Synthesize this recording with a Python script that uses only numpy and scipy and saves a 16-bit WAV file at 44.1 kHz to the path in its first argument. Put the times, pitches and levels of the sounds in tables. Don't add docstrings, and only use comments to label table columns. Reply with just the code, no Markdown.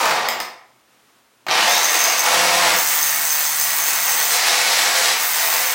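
import sys
import numpy as np
from scipy import signal
from scipy.fft import rfft, irfft, next_fast_len
from scipy.io import wavfile
from scipy.ndimage import map_coordinates

SR = 44100
rng = np.random.default_rng(int(sys.argv[2]) if len(sys.argv) > 2 else 0)


def store_wav(level_fs):
    pcm = np.round(np.clip(np.atleast_2d(level_fs), -1, 1) * 32767)
    wavfile.write(sys.argv[1], SR, pcm.T.astype(np.int16))


N = 253134


def amp(db):
    return 10 ** (np.asarray(db) / 20)


def unit(x):
    return x / np.sqrt(np.mean(x ** 2) + 1e-20)


def along(points, hz):
    f, v = np.transpose(points)
    return np.interp(np.log(hz + 1), np.log(f + 1), v)


def curve(rows):
    return np.interp(np.arange(N) / SR, *np.transpose(rows))


def wobble(knots_per_s):
    knots = rng.standard_normal(int(N * knots_per_s / SR) + 4)
    return map_coordinates(knots, [np.arange(N) * knots_per_s / SR])


def gate(start_s, end_s, attack_s, release_s):
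    t = np.arange(N) / SR
    rise = np.clip((t - start_s) / attack_s, 0, 1)
    return rise * np.clip(1 - (t - end_s) / release_s, 0, 1)


def coloured(x, gain):
    m = 2 * next_fast_len(N // 2 + SR // 4)
    magnitude = np.maximum(gain(np.fft.rfftfreq(m, 1 / SR)), 1e-6)
    cepstrum = irfft(np.log(magnitude), m)
    cepstrum[1:m // 2] *= 2
    cepstrum[m // 2 + 1:] = 0
    return irfft(rfft(x, m) * np.exp(rfft(cepstrum)), m)[:N]


def resonances(modes, hz):
    return np.sqrt(sum((amp(db) * hz * w) ** 2 / ((c * c - hz * hz) ** 2 + (hz * w) ** 2) for c, w, db in modes))


def below(hz, edge_hz):
    return 1 / np.sqrt(1 + (hz / edge_hz) ** 8)


def above(hz, edge_hz):
    return np.sqrt(1 - below(hz, edge_hz) ** 2)


def treble(x, order, edge_hz):
    return signal.sosfiltfilt(signal.butter(order, edge_hz, 'high', fs=SR, output='sos'), x)


def strikes(cycles, scatter, spread_db):
    beats = np.arange(1, int(cycles[-1]))
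    late, size = rng.standard_normal((len(beats), 2)).T
    at = np.interp(beats + scatter * late, cycles, np.arange(N)).astype(int)
    return np.bincount(at, amp(spread_db * 2 * np.tanh(size / 2)), N)


def crunch(blows, life_s):
    t = np.arange(SR // 20) / SR
    return signal.fftconvolve(blows, np.exp(-t / life_s))[:N] * rng.standard_normal(N)


# frequency in Hz, relative level in dB.
BLOW_SPECTRUM = [(29, -79), (50, -38), (77, -16), (138, -32), (208, -24.5), (353, -10), (398, -12),
                 (507, -6), (559, -8), (694, 1), (1270, 0), (2160, -4), (3180, -7.5), (5400, -7.5),
                 (16000, -24)]
# centre in Hz, width in Hz, relative level in dB.
WALL_MODES = [(466, 32, -7), (516, 38, -0.5), (676, 3.7, -8), (725, 12, -3), (845, 6.9, -1.5),
              (905, 96, -2.5), (1168, 21, -1), (1680, 11, -20), (1873, 58, -0.5), (2203, 17, 2.5),
              (2580, 21, -4), (2485, 16, -4), (3670, 69, -10.5)]
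# centre in Hz, width in Hz, relative level in dB.
THUD_MODES = [(85, 9.9, -1), (128, 15, -5), (171, 15, -10), (226.6, 31, 10), (349, 23, 11.5)]


def hammer(speed_hz, turns):
    thud_gain, boom_gain, rattle_gain, brightness = hammering()
    teeth = 18
    taps = strikes(teeth * turns, scatter=.45, spread_db=3.0) * rng.choice([-1, 1], N)
    crumbs = crunch(strikes(3 * turns, scatter=.3, spread_db=5.5), life_s=0.0019)
    blows = (unit(taps) + amp(-4.5) * unit(crumbs)) / np.sqrt(np.maximum(speed_hz, 20))
    blows = blows * amp(1.3 * wobble(55) + 1.3 * np.cos(2 * np.pi * turns))

    def body(hz):
        return amp(along(BLOW_SPECTRUM, hz)) * np.hypot(1, amp(3.5) * resonances(WALL_MODES, hz))

    thud = unit(coloured(blows, lambda hz: resonances(THUD_MODES, hz) * below(hz, 277) * above(hz, 78)))
    boom = unit(coloured(blows, lambda hz: body(hz) * below(hz, 1807) * above(hz, 297)))
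    rattle = unit(coloured(blows, lambda hz: body(hz) * above(hz, 1203)))
    rattle = rattle + (brightness - 1) * treble(rattle, 2, 3300)
    rattle = rattle - np.clip(1 - speed_hz / 80, 0, 1) * treble(rattle, 4, 5500)
    return amp(-3.5) * thud_gain * thud + amp(-1.0) * boom_gain * boom + amp(-2.0) * rattle_gain * rattle


# start in seconds, end in seconds, then relative levels in dB of
BOUTS = [(-.03, 0.43, -38.5, -14, -16.5, -0.5, -52), (1.476, 1.732, -41.5, -21, -18.5, 1.5, -54),
         (2.23, 2.75, -40, -19.5, -16, 0, -20), (4.29, 5.13, -52, -25.5, -19, 3.5, -31)]
ENGAGE_S, DISENGAGE_S = .025, .02
COAST_FADE_DB_PER_S = 31
# time in seconds, relative level in dB.
CHATTER = [(1.85, -19.5), (2.13, -20.5), (2.87, -25), (3.2, -26.5), (3.6, -27.3), (3.95, -25), (4.22, -24),
           (5.3, -24.9), (5.55, -21), (5.69, -22.5)]
USUAL_DB, CHATTER_THUD_DB, CHATTER_BOOM_DB, CHATTER_RATTLE_DB = -23, -52.5, -27.5, -21
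THUD_GROWS, BOOM_GROWS, RATTLE_GROWS = 0.87, 1.57, 0.87


def hammering():
    t = np.arange(N) / SR
    push_db = curve(CHATTER) - USUAL_DB + .7 * wobble(11)
    running = np.clip((t - BOUTS[1][0]) / ENGAGE_S, 0, 1)
    chatter_db = [CHATTER_THUD_DB + THUD_GROWS * push_db,
                  CHATTER_BOOM_DB + BOOM_GROWS * push_db,
                  CHATTER_RATTLE_DB + RATTLE_GROWS * push_db]
    power = (running * amp(chatter_db)) ** 2
    bright_db = 0
    for start_s, end_s, thud_db, boom_db, rattle_db, sharp_db, _ in BOUTS:
        engaged = gate(start_s, end_s, ENGAGE_S, DISENGAGE_S)
        power = power + np.outer(amp([thud_db, boom_db, rattle_db]), engaged) ** 2
        bright_db = bright_db + sharp_db * engaged
    coasting = amp(-COAST_FADE_DB_PER_S * t * (t < TRIGGER_S))
    thud_gain, boom_gain, rattle_gain = coasting * np.sqrt(power)
    return thud_gain, boom_gain, rattle_gain, amp(bright_db)


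# centre in Hz, width in Hz, relative level in dB.
LEADING_MODES = [(5080, 240, -14), (6283, 160, -1), (6420, 200, -7), (8260, 270, -13.5),
                 (14500, 670, -10.5)]
TRAILING_MODES = [(14600, 400, 0), (15250, 900, -3)]
# frequency in Hz, relative level in dB.
CHIP_SPECTRUM = [(1000, -28.5), (3000, -10.5), (6000, -7), (8200, 1), (9500, -4.5), (12000, -5),
                 (16000, -6.5)]


def bit(turns, lead_gain, trail_gain):
    lead_catches = strikes(turns, scatter=0.013, spread_db=6.5)
    trail_catches = strikes(turns + .5, scatter=0.0024, spread_db=0.0)
    lead = unit(crunch(lead_catches, life_s=0.0015)) + unit(lead_catches)
    trail = unit(crunch(trail_catches, life_s=0.0011)) + unit(trail_catches)
    ring = lead_gain * unit(coloured(lead, lambda hz: resonances(LEADING_MODES, hz)))
    shank = coloured(trail + amp(-8.5) * lead, lambda hz: resonances(TRAILING_MODES, hz) ** 2)
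    squeak = trail_gain * unit(shank)
    breaks = strikes(turns, scatter=0.0067, spread_db=1.8) + amp(-10) * trail_catches
    grit = crunch(breaks, life_s=0.0023)
    chips = trail_gain * unit(coloured(grit, lambda hz: amp(along(CHIP_SPECTRUM, hz))))
    return amp(0.5) * ring + amp(-2.5) * squeak + amp(-1.5) * chips


# start in seconds, end in seconds, speed lost in turns per
# second, then relative levels in dB of the leading lip, the trailing lip and the hum.
BINDS = [(1.66, 2.21, 0, -23, -33.5, -70), (2.725, 4.31, 11.5, -26, -22, -53.5),
         (4.92, 4.94, 0, -44, -31, -73), (5.151, 5.74, 10, -29.5, -22.5, -58.5)]
BITE_S, FREE_S = .06, .1
LEAD_DB_PER_HZ = 0.07
DULL_DB_PER_S = 0.33


def binding(speed_hz):
    t = np.arange(N) / SR
    lead = trail = drone = 0
    for start_s, end_s, _, lead_db, trail_db, hum_db in BINDS:
        bound = gate(start_s, end_s, BITE_S, FREE_S)
        lead = lead + bound * amp(lead_db + LEAD_DB_PER_HZ * (speed_hz - 83))
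        trail = trail + bound * amp(trail_db - DULL_DB_PER_S * (t - start_s))
        drone = drone + bound * amp(hum_db)
    return lead, trail, drone


def hum(turns, hum_gain):
    return amp(wobble(5.5)) * hum_gain * np.sin(4 * np.pi * turns)


# cycles per spindle turn, relative level in dB.
POUND_LINES = [(1, -33), (2, -24), (3, -31), (4, -30), (6, -10), (8, -8)]


def pound(turns):
    gain = sum(amp(pound_db) * gate(start_s, end_s, attack_s=0.14, release_s=.06)
               for start_s, end_s, *_, pound_db in BOUTS)
    lines = sum(amp(db + 2.5 * wobble(7)) * np.sin(2 * np.pi * order * turns + .6 * wobble(14))
                for order, db in POUND_LINES)
    return gain * lines


# time in seconds, relative dB of tick, relative dB of body.
KNOCKS = [(0.0308, -36, -16.5), (0.0556, -17, -11.5), (.108, -21, -8.5), (0.2866, -8, -19),
          (0.402, -15.5, -18.5), (1.4664, -32, -19.5), (1.484, -26, -12)]
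# centre in Hz, width in Hz, relative level in dB.
CHUCK_MODES = [(2100, 200, 4), (4000, 600, -16), (5200, 480, -2.5), (6940, 800, -8.5), (14500, 830, -5)]
# frequency in Hz, relative level in dB.
KNOCK_BODY = [(59, -73.5), (100, -20.5), (495, -12.5), (695, -4), (1180, -5), (1290, -6.5), (2190, -10),
              (4570, -14.5), (5120, -22.5), (9000, -28), (11700, -92), (19800, -120)]


def knocks():
    ticks, thuds = np.zeros(N), np.zeros(N)
    for time_s, tick_db, body_db in KNOCKS:
        ticks[round(time_s * SR)] = amp(tick_db)
        thuds[round(time_s * SR)] = amp(body_db)

    def steel_gain(hz):
        return resonances(CHUCK_MODES, hz) + amp(-25.0) * amp(along(CHIP_SPECTRUM, hz))

    steel = coloured(crunch(ticks, life_s=0.0018), steel_gain)
    housing = coloured(crunch(thuds, life_s=0.0063), lambda hz: amp(along(KNOCK_BODY, hz)))
    return amp(14.5) * steel + amp(16.5) * housing


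FREE_HZ, INERTIA_S, TRIGGER_S = 86.3, .162, 1.455
COAST_HZ, REST_S = 70, .46


def spindle():
    t = np.arange(N) / SR
    drag_hz = sum(lost * ((t >= start_s) & (t < end_s)) for start_s, end_s, lost, *_ in BINDS)
    step = 1 / (INERTIA_S * SR)
    driven = signal.lfilter([step], [1, step - 1], (FREE_HZ - drag_hz) * (t >= TRIGGER_S))
    return np.maximum(driven + COAST_HZ * np.clip(1 - t / REST_S, 0, 1), 1)


# cycles per spindle turn, relative level in dB.
WHINE_LINES = [(3, -63), (4, -55.5), (5, -63), (26, -34), (52, -51)]
# frequency in Hz, relative level in dB.
AIR_SPECTRUM = [(60, -28), (400, -20.5), (750, 5), (2000, 5.5), (3200, -7), (6000, -0.5), (10000, -16.5),
                (16000, -1)]


def motor(speed_hz, turns):
    tones = sum(amp(db + 2.2 * wobble(11)) * np.sin(2 * np.pi * order * turns + .33 * wobble(50))
                for order, db in WHINE_LINES)
    blade_order = 91
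    vents = resonances([(7860, 200, 0)], blade_order * speed_hz)
    fan = vents * np.sin(2 * np.pi * blade_order * turns + .3 * wobble(40))
    whistle = amp(-34.5 + 2 * wobble(14)) * fan
    air = unit(coloured(rng.standard_normal(N), lambda hz: amp(along(AIR_SPECTRUM, hz))))
    return (speed_hz / 80) ** 2 * (tones + whistle + amp(-26.5) * air)


def spin_up(turns):
    torque = gate(1.52, 1.74, attack_s=.07, release_s=.11)
    mesh = 26 * turns
    howl = sum(amp(db) * np.sin(2 * np.pi * k * mesh + .75 * wobble(400))
               for k, db in enumerate([-31, -22, -24], 1))
    return torque * howl


# frequency in Hz, time to fall 60 dB in seconds.
DECAY = [(100, .5), (700, .6), (2000, .56), (4000, .44), (7000, .37), (15000, .3)]


def echo_tail():
    hz, t, z = signal.stft(rng.standard_normal(int(.7 * SR)), SR, nperseg=256)
    fade = amp(-60 * t / along(DECAY, hz)[:, None])
    fade /= np.sqrt(np.mean(fade ** 2, axis=1, keepdims=True))
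    tail = signal.istft(z * fade, SR, nperseg=256)[1]
    return np.pad(tail / np.linalg.norm(tail), (round(.003 * SR), 0))


# frequency in Hz, echo over direct in dB.
ECHO_RATIO = [(200, 3), (2000, 1.5), (6000, 3), (15000, -1)]


def basement(x):
    step = SR // 12
    echo, n = np.zeros(N + 2 * SR), np.arange(N)
    for centre in range(0, N + step, step):
        near = n[np.abs(n - centre) < step]
        window = np.cos(np.pi / 2 * (near - centre) / step)
        part = signal.fftconvolve(x[near] * window, echo_tail())
        echo[near[0]:near[0] + len(part)] += part

    def wet(hz):
        return amp(along(ECHO_RATIO, hz))

    return coloured(x + coloured(echo[:N], wet), lambda hz: 1 / np.hypot(1, wet(hz)))


# frequency in Hz, relative level in dB.
QUIET_SPECTRUM = [(24, -62), (40, -27), (81, -10), (96, -30), (115, 0), (159, -12), (209, -4.5), (570, -6),
                  (1180, -5.5), (12800, -19.5), (16000, -28)]
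FLOOR_DB = -58.5
# start in seconds, end in seconds, rise in dB.
SWELL = (0.87, 1.19, 2)


def background():
    start_s, end_s, swell_db = SWELL
    level_db = FLOOR_DB + swell_db * gate(start_s, end_s, attack_s=.025, release_s=.025)
    return amp(level_db) * unit(coloured(rng.standard_normal(N), lambda hz: amp(along(QUIET_SPECTRUM, hz))))


def scene():
    speed_hz = spindle() * (1 + .001 * wobble(15))
    turns = np.cumsum(speed_hz) / SR
    lead_gain, trail_gain, hum_gain = binding(speed_hz)
    contacts = hammer(speed_hz, turns) + bit(turns, lead_gain, trail_gain) + spin_up(turns) + knocks()
    steady = motor(speed_hz, turns) + hum(turns, hum_gain) + pound(turns) + background()
    mono = basement(contacts) + steady
    return np.array([mono, mono])


TOP_HZ = 15850


def record(dry):
    m = next_fast_len(N + SR // 2)
    return irfft(rfft(dry, m) * (np.fft.rfftfreq(m, 1 / SR) < TOP_HZ), m)[:, :N]


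dry = scene()
out = record(dry)
store_wav(out)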